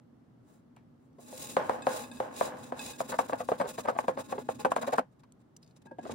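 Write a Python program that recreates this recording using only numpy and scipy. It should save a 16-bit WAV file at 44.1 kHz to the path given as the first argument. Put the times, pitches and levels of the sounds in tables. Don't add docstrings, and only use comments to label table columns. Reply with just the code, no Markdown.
import sys
import numpy as np
from scipy import signal
from scipy.fft import rfft, irfft
from scipy.io import wavfile
from scipy.ndimage import uniform_filter1d, minimum_filter1d

SR = 44100
rng = np.random.default_rng(int(sys.argv[2]) if len(sys.argv) > 2 else 0)


def waveform_to_disk(signal):
    frames = np.transpose(np.atleast_2d(signal))
    scaled = np.clip(frames, -1, 1) * 32767
    samples = np.round(scaled).astype(np.int16)
    wavfile.write(sys.argv[1], SR, samples)


N = 270774



# (time [s], body drone level re hiss [dB], treble up and the rest down by [dB])
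ROOT_BEARING = [(0, 44.5, 32.5), (1.45, 0, 2), (2.0, 7, 1), (2.85, -1.5, -1), (3.1, 3.5, 0.5),
                (4.0, 7.5, 0), (5.0, 16, -1.5), (5.6, -1.5, -2), (6.14, 20, -12)]
# (time [s], level re hiss [dB])
FIBRE_SNAPS = [(2.6, -10), (3.1, -7.5), (5.0, -8.5)]
# (frequency [Hz], level [dB per Hz])
TEARING_COLOUR = [(900, 0.5), (1450, -14), (1700, -4.5), (2000, -7), (2400, 2.5), (3100, -5), (3700, 5.5),
                  (4000, 10), (4350, -5), (5000, 3.5), (5950, -3), (6700, 5), (7700, 0), (8600, 1.5),
                  (10400, -2), (11200, -1), (12200, -4.5), (16000, -4)]
# (frequency [Hz], level [dB], t60 [s])
BLADE_MODES = [(908, 5, 0.085), (1641, 6.5, 0.12), (2567, 7, 0.13), (3640, 10.5, 0.076),
               (3950, 12.5, 0.018), (4850, 6, 0.057), (6640, 4, .04), (6520, -3.5, 0.035),
               (7610, 17, 0.026), (9000, 9, 0.037)]
# (frequency [Hz], level [dB], t60 [s])
BODY_MODES = [(236.6, -20, 0.076), (385, -13, 0.12), (509.2, 11.5, 0.038), (614, -2.5, 0.16),
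              (781, -13.5, 0.26), (835, 1, 0.14), (1100, -16, 0.078), (1062, -2.5, 0.21),
              (1438, -13.5, 0.29), (1685, -12, 0.27), (2100, -35.5, 0.056)]
BLADE_DB, BLADE_REF_DB = -13, -50
BLADE_FOLLOWS, BLADE_WAVER = 0.66, .007
PLATE_DB, PLATE_T60_S = 1.5, 0.019
BITE_DB, TOOTH_DB = 2, -0.5


def rasping():
    t = np.arange(N) / SR
    effort = stroke_effort(t)
    bite = from_db(BITE_DB * drift(rate=140) + TOOTH_DB * drift(rate=900))
    cuts = rms_one(grains(per_s=6000, spread_db=1.0, size=(3, N))) * bite
    snap_db, = in_time(FIBRE_SNAPS)
    snaps = from_db(snap_db) * rms_one(grains(per_s=110, spread_db=2.5, size=N))
    torn = rms_one(colour(cuts + snaps * [[1], [0], [0]], TEARING_COLOUR))
    sheet = rng.standard_normal((3, SR // 10)) * dying(t[:SR // 10], PLATE_T60_S)
    plate = rms_one(signal.fftconvolve(torn, sheet, axes=1)[:, :N])
    hiss = rms_one(torn + from_db(PLATE_DB) * plate)

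    loaded = t + BLADE_WAVER * np.cumsum(drift(rate=8.6)) / SR
    steady_ring = ring(cuts, BLADE_MODES, sustain=2.4)
    blade = rms_one(np.array([np.interp(loaded, t, row) for row in steady_ring]))
    freedom = np.maximum(effort / from_db(BLADE_REF_DB), .5) ** (BLADE_FOLLOWS - 1)
    hiss = hiss + from_db(BLADE_DB) * freedom * blade
    hiss[1:] *= from_db(1.0)

    drone_db, tilt_db = in_time(ROOT_BEARING)
    dull = signal.sosfilt(signal.butter(1, 6000, fs=SR, output="sos"), hiss)
    hiss = dull * from_db(-tilt_db) + (hiss - dull) * from_db(tilt_db)

    shudder = np.array([grains(per_s=1300, spread_db=0, size=N) for side in range(2)])
    drone = diffuse(rms_one(ring(shudder, BODY_MODES, sustain=0.91)))
    return from_db(-3.0) * effort * hiss, effort * from_db(drone_db - 8.5) * drone


def stroke_effort(t):
    power = np.zeros(N)
    for s, length, db in strokes():
        near = slice(max(int((s - 3 * length) * SR), 0), int((s + 3 * length) * SR))
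        away = 2 * (t[near] - s) / length
        power[near] += from_db(db) ** 2 / (1 + away ** 4 / 4) ** 3
    return np.sqrt(power)


# (middle time [s], length [s], hiss level [dB])
LONG_PUSHES = [(1.461, 0.13, -42.5), (1.961, 0.13, -42), (2.425, 0.1, -41.5), (2.856, 0.1, -41.5)]
# (middle time [s], length [s], hiss level [dB])
LIGHT_BRUSHES = [(0.53, 0.094, -89.5), (1.042, 0.065, -91), (1.226, 0.039, -61), (1.34, 0.11, -51),
                 (5.126, 0.018, -79), (5.202, 0.012, -69.5), (5.41, 0.022, -75), (5.631, 0.014, -68),
                 (5.69, 0.053, -78), (5.771, 0.015, -65), (5.823, 0.008, -68), (5.864, 0.014, -66),
                 (6.097, 0.095, -64)]
# (time [s], strokes done)
FLURRY_PACE = [(2.906, 0), (4.095, 12), (4.309, 14), (4.608, 17), (4.987, 24)]
# (time [s], strokes done)
RESTART_PACE = [(5.994, 0), (6.117, 3)]
SLOW_RETURN_S, SLOW_RETURN_LOSS_DB = 0.11, 12.5
SLOW_RETURN_LEAD_S = 0.005


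def strokes():
    slow_returns = []
    for (s, length, db), following in zip(LONG_PUSHES, LONG_PUSHES[1:]):
        middle = (s + following[0]) / 2 - SLOW_RETURN_LEAD_S
        slow_returns.append((middle, SLOW_RETURN_S, db - SLOW_RETURN_LOSS_DB))
    quick = [*quick_strokes(FLURRY_PACE), *quick_strokes(RESTART_PACE)]
    return [*LONG_PUSHES, *slow_returns, *quick, *LIGHT_BRUSHES]


# (time [s], level [dB])
PUSH_PRESSURE = [(2.9, -42.5), (3.45, -47), (3.8, -49), (4.1, -42.5), (4.35, -49), (4.65, -46.5),
                 (5.0, -49.5), (5.99, -68), (6.12, -55.5)]
PUSH_SHARE, RETURN_SHARE = 0.3, 0.28
QUICK_RETURN_LOSS_DB, PUSH_SCATTER_DB = 10.5, 4


def quick_strokes(bout):
    s, done = np.transpose(bout)
    at = np.interp(np.arange(done[-1] + 1), done, s)
    level_db = np.interp(at, *np.transpose(PUSH_PRESSURE))
    level_db = level_db + PUSH_SCATTER_DB * rng.standard_normal(len(at))
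    cycle = np.diff(at)
    pushes = zip(at, PUSH_SHARE * np.gradient(at), level_db)
    returns = zip(at[:-1] + cycle / 2, RETURN_SHARE * cycle, level_db - QUICK_RETURN_LOSS_DB)
    return [*pushes, *returns]


# (time [s], contact length [s], level [dB], pitch [Hz], ring of the modes re the thud [dB])
RASP_KNOCKS = [(0.768, 0.0021, -57, 890, -16), (1.184, 0.017, -51.5, 510, -5), (1.327, 0.004, -42, 565, 2),
               (1.5676, 0.00073, -14, 673, -20), (1.6952, 0.00067, -19, 722, -12.5),
               (1.8689, 0.0019, -18, 732, -0.5), (2.202, 0.002, -23.5, 710, -7),
               (2.4106, 0.0029, -20, 735, -10), (2.7225, 0.0038, -29, 667, -17),
               (3.0042, 0.0026, -25.5, 760, -10), (3.189, 0.0046, -18, 908, -12.5),
               (3.2956, 0.0025, -30, 684, -40), (3.3322, 0.0032, -26.5, 793, -12),
               (3.4882, 0.0017, -23.5, 690, -11), (3.5177, 0.0068, -21.5, 620, -28),
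               (3.613, 0.0065, -25, 780, -17.5), (3.696, 0.015, -46, 354, -12),
               (3.8565, 0.0036, -37, 960, -34), (3.885, 0.009, -24, 753, -11.5),
               (3.988, 0.0012, -21.5, 862, -22.5), (4.041, 0.0084, -40, 617, -14),
               (4.082, 0.0051, -21.5, 746, -6), (4.0924, 0.0016, -27.5, 650, -25),
               (4.3254, 0.0069, -27.5, 690, -10), (4.4887, 0.0062, -25.5, 700, -16),
               (4.606, 0.0021, -48.5, 830, 4), (4.6486, 0.0078, -19, 754, -7.5),
               (4.659, .005, -27, 600, -13), (4.718, 0.0026, -23, 850, -28),
               (4.7638, 0.0023, -22.5, 770, -25), (4.983, 0.0063, -20.5, 760, -33),
               (4.992, 0.0023, -24, 726, -23.5), (5.914, 0.0092, -44, 390, -7),
               (5.9855, 0.01, -37.5, 470, -28), (6.064, 0.0043, -39, 630, -18)]
# (time [s], ring t60 [s])
KNOCK_RING = [(1.57, 0.56), (2.72, 1), (3.0, 0.28), (4.7, 0.16), (5.0, 0.13)]
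# (frequency [Hz], level [dB per Hz])
RATTLE_COLOUR = [(25, -54), (130, -14), (260, -4), (370, -8), (520, 1.5), (680, 0), (850, 1.5), (1050, -2),
                 (1300, -10.5), (1550, -6.5), (2100, -18.5), (3000, -23.5), (5000, -45), (16000, -65)]
RATTLE_DB, RATTLE_BUILD_S = 2.5, 0.006
KNOCK_BURST_DB = -16.5


def knocks():
    blows, tails = np.zeros((3, N)), np.zeros((2, N))
    t = np.arange(SR // 2) / SR
    for s, length, db, pitch_hz, ring_db in RASP_KNOCKS:
        t60 = np.interp(s, *np.transpose(KNOCK_RING))
        burst_db = KNOCK_BURST_DB + hardness_db(pitch_hz)
        chatter = grains(per_s=4500, spread_db=5.0, size=len(t)) * np.exp(-(t / length) ** 2)
        force = (length / 0.0082) ** 2.13 * chatter / (np.linalg.norm(chatter) + 1e-9)
        force[0] += 1
        grit = rng.standard_normal(len(t)) * np.exp(-t / (length + 0.00047))
        blow = contact(force, grit, length, db, pitch_hz, ring_db, burst_db, sharp=True)
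        add(blows, s, kitchen(blow, t60=0.05, wet_db=-5))

        shiver = rms_one(ring(rng.standard_normal((2, len(t))), BODY_MODES, sustain=2.4))
        rattle = rms_one(colour(grains(per_s=850, spread_db=1.0, size=(2, len(t))), RATTLE_COLOUR))
        fade = dying(t, t60) * np.minimum(t / RATTLE_BUILD_S, 1)
        add(tails, s, from_db(db - 19) * (shiver + from_db(RATTLE_DB) * rattle) * fade)
    return blows, diffuse(tails)


# (time [s], length [s], level [dB], pitch [Hz])
ROOT_JUDDERS = [(3.087, 0.018, -37, 587), (3.114, 0.048, -29.5, 816), (3.320, 0.027, -25.5, 790),
                (3.394, 0.038, -31, 790), (3.596, 0.029, -24, 790), (3.634, 0.049, -32.5, 750),
                (3.775, 0.037, -32.5, 720), (3.839, 0.037, -36, 760), (3.87, 0.048, -26, 864),
                (3.923, 0.016, -37.5, 780), (3.949, 0.028, -35, 730), (4.166, 0.053, -32, 810),
                (4.315, 0.017, -36.5, 744), (4.346, 0.038, -43, 580), (4.375, 0.025, -31.5, 660),
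                (4.774, 0.022, -32, 724), (4.821, 0.037, -32, 900), (4.871, 0.029, -27.5, 790),
                (4.922, 0.032, -24.5, 840), (4.983, 0.014, -35, 853), (5.852, 0.016, -50, 424),
                (6.025, 0.06, -47.5, 500), (6.049, 0.017, -38, 654), (6.089, 0.029, -35, 660),
                (6.108, 0.085, -40.5, 620)]
JUDDER_RING_DB, JUDDER_BURST_DB = -15, -56


def judders():
    out, t = np.zeros((3, N)), np.arange(SR // 5) / SR
    for s, length, db, pitch_hz in ROOT_JUDDERS:
        burst_db = JUDDER_BURST_DB + hardness_db(pitch_hz)
        age = t / (0.46 * length)
        force = grains(per_s=1300, spread_db=4.5, size=len(t)) * age * np.exp(-age ** 2)
        slips = contact(force, force, length, db, pitch_hz, JUDDER_RING_DB, burst_db, sharp=False)
        add(out, s, kitchen(slips, t60=0.085))
    return out


# (frequency [Hz], level [dB per Hz])
THUD_COLOUR = [(25, -72), (60, -27), (150, -28), (340, -2), (500, 4), (640, 7), (900, -1.5), (1150, -3),
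               (1370, -7), (1700, -11.5), (2100, -19.5), (3000, -27.5), (5000, -32), (16000, -82.5)]
# (frequency [Hz], level [dB per Hz])
BURST_COLOUR = [(50, -27), (900, 24), (1700, -3.5), (2400, 6.5), (3200, -1.5), (4500, -11.5), (8000, -4),
                (12000, -16), (16000, -17)]
# (frequency [Hz], level [dB], t60 [s])
SWAY_MODES = [(70, -21, 0.11), (126, -2.5, 0.028), (198, -8.5, 0.14), (260.3, 8.5, 0.057)]
THUD_REF_HZ = 750
KNOCK_THUD_DB, KNOCK_MODES_DB = -4, -1


def contact(force, grit, length, db, pitch_hz, ring_db, burst_db, sharp):
    touch = int((length + .008) * SR)

    def level(x):
        return x / np.sqrt(np.mean(x[:touch] ** 2) + 1e-20)

    shifted = [(hz * pitch_hz / THUD_REF_HZ, level_db) for hz, level_db in THUD_COLOUR]
    thud = colour(force, shifted)
    modes = ring(force, struck(BODY_MODES, detune=.015, spread_db=2.0))
    blow = level(thud) + from_db(ring_db + sharp * KNOCK_MODES_DB) * level(modes)
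    blow = disperse(blow, 650, width_hz=700)
    blow = level(disperse(blow, 1100, width_hz=600))
    if sharp:
        bent = level(swings(force, pitch_hz, ring_db))
        blow = level(bent + from_db(KNOCK_THUD_DB) * blow)
    burst = level(colour(grit, BURST_COLOUR))
    sway = level(resonance(ring(force, SWAY_MODES), 140, width_hz=340))
    sway_db = -17 + 2.0 * np.log2(np.clip(length, .002, .016) / 0.003)
    return from_db(db) * (blow + from_db(burst_db) * burst + from_db(sway_db) * sway)


SWING_START, SWING_END_HZ, SWING_SINK_S = 1.875, 518.6, 0.001838
SWING_RISE_S, SWING_T60_S, SWING_RING_T60_S = 0.0011, 0.014, .12


def swings(force, pitch_hz, ring_db):
    t = np.arange(len(force)) / SR
    hz = SWING_END_HZ + (SWING_START * pitch_hz - SWING_END_HZ) * np.exp(-t / SWING_SINK_S)
    rise = 1 - np.exp(-(t / SWING_RISE_S) ** 2)
    fade = dying(t, SWING_T60_S) + from_db(ring_db - 6.5) * dying(t, SWING_RING_T60_S)
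    swing = -rise * fade * np.sin(2 * np.pi * np.cumsum(hz) / SR)
    return signal.fftconvolve(force, swing)[:len(t)]


BURST_DB_PER_OCTAVE, BURST_REF_HZ = 22.5, 700


def hardness_db(pitch_hz):
    return BURST_DB_PER_OCTAVE * np.log2(pitch_hz / BURST_REF_HZ)


# (time [s], level [dB], contact brightness [Hz])
BLADE_PINGS = [(1.822, -45.5, 11820), (2.038, -43, 8040), (2.115, -45.5, 12000), (2.17, -48, 7000),
               (2.793, -36, 9700), (2.934, -46.5, 10560), (5.868, -38.5, 1530), (5.911, -28.5, 1210),
               (5.988, -30.5, 1210)]
# (time [s], peak level [dB], pitch [Hz], t60 [s])
SHORT_TICKS = [(0.764, -48, 2000, 0.17), (0.764, -44.5, 7100, .008), (1.131, -61, 5000, 0.013),
               (3.187, -25.5, 7900, 0.011), (4.7197, -24.5, 8300, 0.0094), (4.763, -25, 8100, 0.0051),
               (4.98, -29, 7970, .02), (5.2343, -42, 984, 0.059), (5.2345, -59, 5070, 0.013),
               (5.322, -39, 6860, 0.0061), (5.565, -33.5, 6540, 0.02), (5.628, -42.5, 4800, 0.034),
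               (5.644, -49, 5170, 0.034), (5.663, -51, 4200, .025), (5.676, -46.5, 5030, 0.028),
               (5.709, -52, 3960, 0.041), (5.764, -48, 5400, 0.06)]


def small_sounds():
    out, t = np.zeros((3, N)), np.arange(SR // 4) / SR
    for s, db, bright_hz in BLADE_PINGS:
        touch = np.exp(-(np.pi * (bright_hz * t - 1)) ** 2)
        note = ring(touch / touch.sum(), struck(BLADE_MODES, detune=.002, spread_db=1.5))
        add(out, s, kitchen(from_db(db - 11.5) * note, t60=0.042))
    for s, db, pitch_hz, t60 in SHORT_TICKS:
        noise = rng.standard_normal(len(t)) * dying(t, t60)
        tick = resonance(noise, pitch_hz, width_hz=.28 * pitch_hz)
        add(out, s, kitchen(from_db(db - 8.0) * tick / np.abs(tick).max(), t60=0.005))
    return out


# (time [s], level [dB])
THRUM_LEVEL = [(0, -68), (1.12, -69.5), (1.4, -57.5), (2.8, -57), (3.5, -61), (4.86, -55.5), (5.0, -74.5),
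               (5.75, -74.5), (5.98, -64), (6.04, -56), (6.14, -49)]


def thrum():
    level_db, = in_time(THRUM_LEVEL)
    shake = rng.standard_normal((2, N))
    upper_hum = resonance(shake, 241.3, width_hz=26.3)
    lower_hum = from_db(-9.0) * resonance(shake, 130.6, width_hz=41)
    band = signal.butter(2, [70, 380], "band", fs=SR, output="sos")
    hum = signal.sosfilt(band, upper_hum + lower_hum)
    return from_db(level_db + 6.5) * diffuse(rms_one(hum))


# (frequency [Hz], level [dB per Hz])
ROOM_COLOUR = [(15, -64.5), (25, -25), (92, -19.5), (114, -8.5), (161, -9.5), (249, -15), (416, -21.5),
               (641, -25), (1190, -31.5), (1290, -32.5), (2220, -43), (2480, -46.5), (2690, -45),
               (6740, -53.5), (16000, -60.5)]
ROOM_DB = -62


def room_rumble():
    noise = rng.standard_normal((2, N))
    return from_db(ROOM_DB) * diffuse(rms_one(colour(noise, ROOM_COLOUR)))


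def kitchen(x, t60, wet_db=-3):
    t = np.arange(SR // 5) / SR
    response = rng.standard_normal((2, len(t))) * dying(t, t60) * np.minimum(t / 0.0015, 1) ** 2
    response /= np.sqrt(np.sum(response ** 2, axis=1, keepdims=True))
    reflections = signal.fftconvolve(x[None], response, axes=1)[:, :len(x)]
    return np.vstack([x, from_db(wet_db) * reflections])


# (frequency [Hz], likeness [0 to 1])
SIDE_LIKENESS = [(60, 0.98), (150, 0.89), (300, 0.61), (600, 0.047), (1500, 0.086), (16000, 0.048)]


def diffuse(pair):
    alike = np.clip(at_hz(SIDE_LIKENESS, np.fft.rfftfreq(N, 1 / SR)), -1, 1)
    mid, side = rfft(pair)
    return irfft(np.sqrt((1 + alike) / 2) * mid + np.sqrt((1 - alike) / 2) * side * [[1], [-1]], N)


# (frequency [Hz], left leads by [radians])
PHASE_LEAD = [(0, 0), (450, .1), (630, 1.4), (800, 1.2), (1050, 1.3), (1350, 3), (1600, 5.5), (2200, 6.3),
              (4000, 7.2), (5200, 5.2), (6900, 3.2), (9000, 0), (12000, -2.1), (15500, -2.4)]
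# (frequency [Hz], left minus right level [dB])
LEFT_RIGHT = [(100, -.5), (260, 0), (380, -3.5), (600, 2), (800, 2.5), (1200, 2), (1650, -1), (2200, 3),
              (5000, 4), (6400, 3), (7200, -1.5), (8500, 0), (15000, 0)]


def ports(x):
    hz = np.fft.rfftfreq(N, 1 / SR)
    half = np.array([[.5], [-.5]])
    level = from_db(half * at_hz(LEFT_RIGHT, hz))
    turn = np.exp(1j * half * np.interp(hz, *np.transpose(PHASE_LEAD)))
    return irfft(rfft(x) * level * turn, N)


def from_db(db):
    return 10 ** (np.asarray(db) / 20)


def rms_one(x):
    return x / np.sqrt(np.mean(x ** 2) + 1e-20)


def in_time(rows):
    s, *columns = np.transpose(rows)
    return [np.interp(np.arange(N) / SR, s, c) for c in columns]


def at_hz(points, hz):
    f, value = np.transpose(points)
    return np.interp(np.log(hz + 1), np.log(f + 1), value)


def colour(x, spectrum):
    size = 2048
    gain = from_db(at_hz(spectrum, np.fft.rfftfreq(size, 1 / SR)))
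    cepstrum = irfft(np.log(gain))
    cepstrum[1:size // 2] *= 2
    cepstrum[size // 2 + 1:] = 0
    response = irfft(np.exp(rfft(cepstrum)))
    response = response.reshape((1,) * (x.ndim - 1) + (-1,))
    return signal.fftconvolve(x, response, axes=-1)[..., :x.shape[-1]]


def resonance(x, hz, width_hz):
    r = np.exp(-np.pi * width_hz / SR)
    poles = [1, -2 * r * np.cos(2 * np.pi * hz / SR), r * r]
    return signal.lfilter((1 - r * r) / 2 * np.array([1, 0, -1]), poles, x + 1e-18)


def ring(x, modes, sustain=1):
    out = 0
    for hz, db, t60 in modes:
        r = from_db(-60 / (t60 * sustain * SR))
        poles = [1, -2 * r * np.cos(2 * np.pi * hz / SR), r * r]
        out = out + from_db(db) * signal.lfilter([.5, 0, -.5], poles, x + 1e-18)
    return out


def struck(modes, detune, spread_db):
    chance = rng.standard_normal((len(modes), 2))
    return [(hz * (1 + detune * a), db + spread_db * b, t60)
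            for (hz, db, t60), (a, b) in zip(modes, chance)]


def disperse(x, hz, width_hz):
    r = np.exp(-np.pi * width_hz / SR)
    poles = [1, -2 * r * np.cos(2 * np.pi * hz / SR), r * r]
    return signal.lfilter(poles[::-1], poles, x + 1e-18)


def dying(t, t60):
    return np.exp(-np.log(1000) * t / t60)


def grains(per_s, spread_db, size):
    strength = from_db(spread_db * np.minimum(rng.exponential(1, size), 4))
    sign = rng.choice([-1, 1], size)
    return strength * sign * (rng.random(size) < per_s / SR)


def drift(rate):
    knots = rng.standard_normal(12000)
    return rms_one(np.interp(np.arange(N) / SR * rate, np.arange(len(knots)), knots))


def add(track, s, sound):
    start = max(round(s * SR), 0)
    track[..., start:start + sound.shape[-1]] += sound[..., :max(N - start, 0)]


def scene():
    blows, tails = knocks()
    tearing, drone = rasping()
    sound = tearing + blows + from_db(-4.5) * judders() + small_sounds()
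    near = from_db(-3.0) * (ports(sound[0]) + diffuse(sound[1:]))
    return near + tails + drone + thrum() + room_rumble()


CEILING_DB, CUTOFF_HZ = -11.5, 16000


def record(dry):
    x = signal.sosfilt(signal.butter(2, 46, "high", fs=SR, output="sos"), dry)
    allowed = np.minimum(1, from_db(CEILING_DB) / (np.abs(x).max(axis=0) + 1e-9))
    gain = uniform_filter1d(minimum_filter1d(allowed, size=101), size=101)
    top_cut = signal.ellip(12, .2, 70, CUTOFF_HZ, fs=SR, output="sos")
    return signal.sosfilt(top_cut, x * gain)


dry = scene()
out = record(dry)
waveform_to_disk(out)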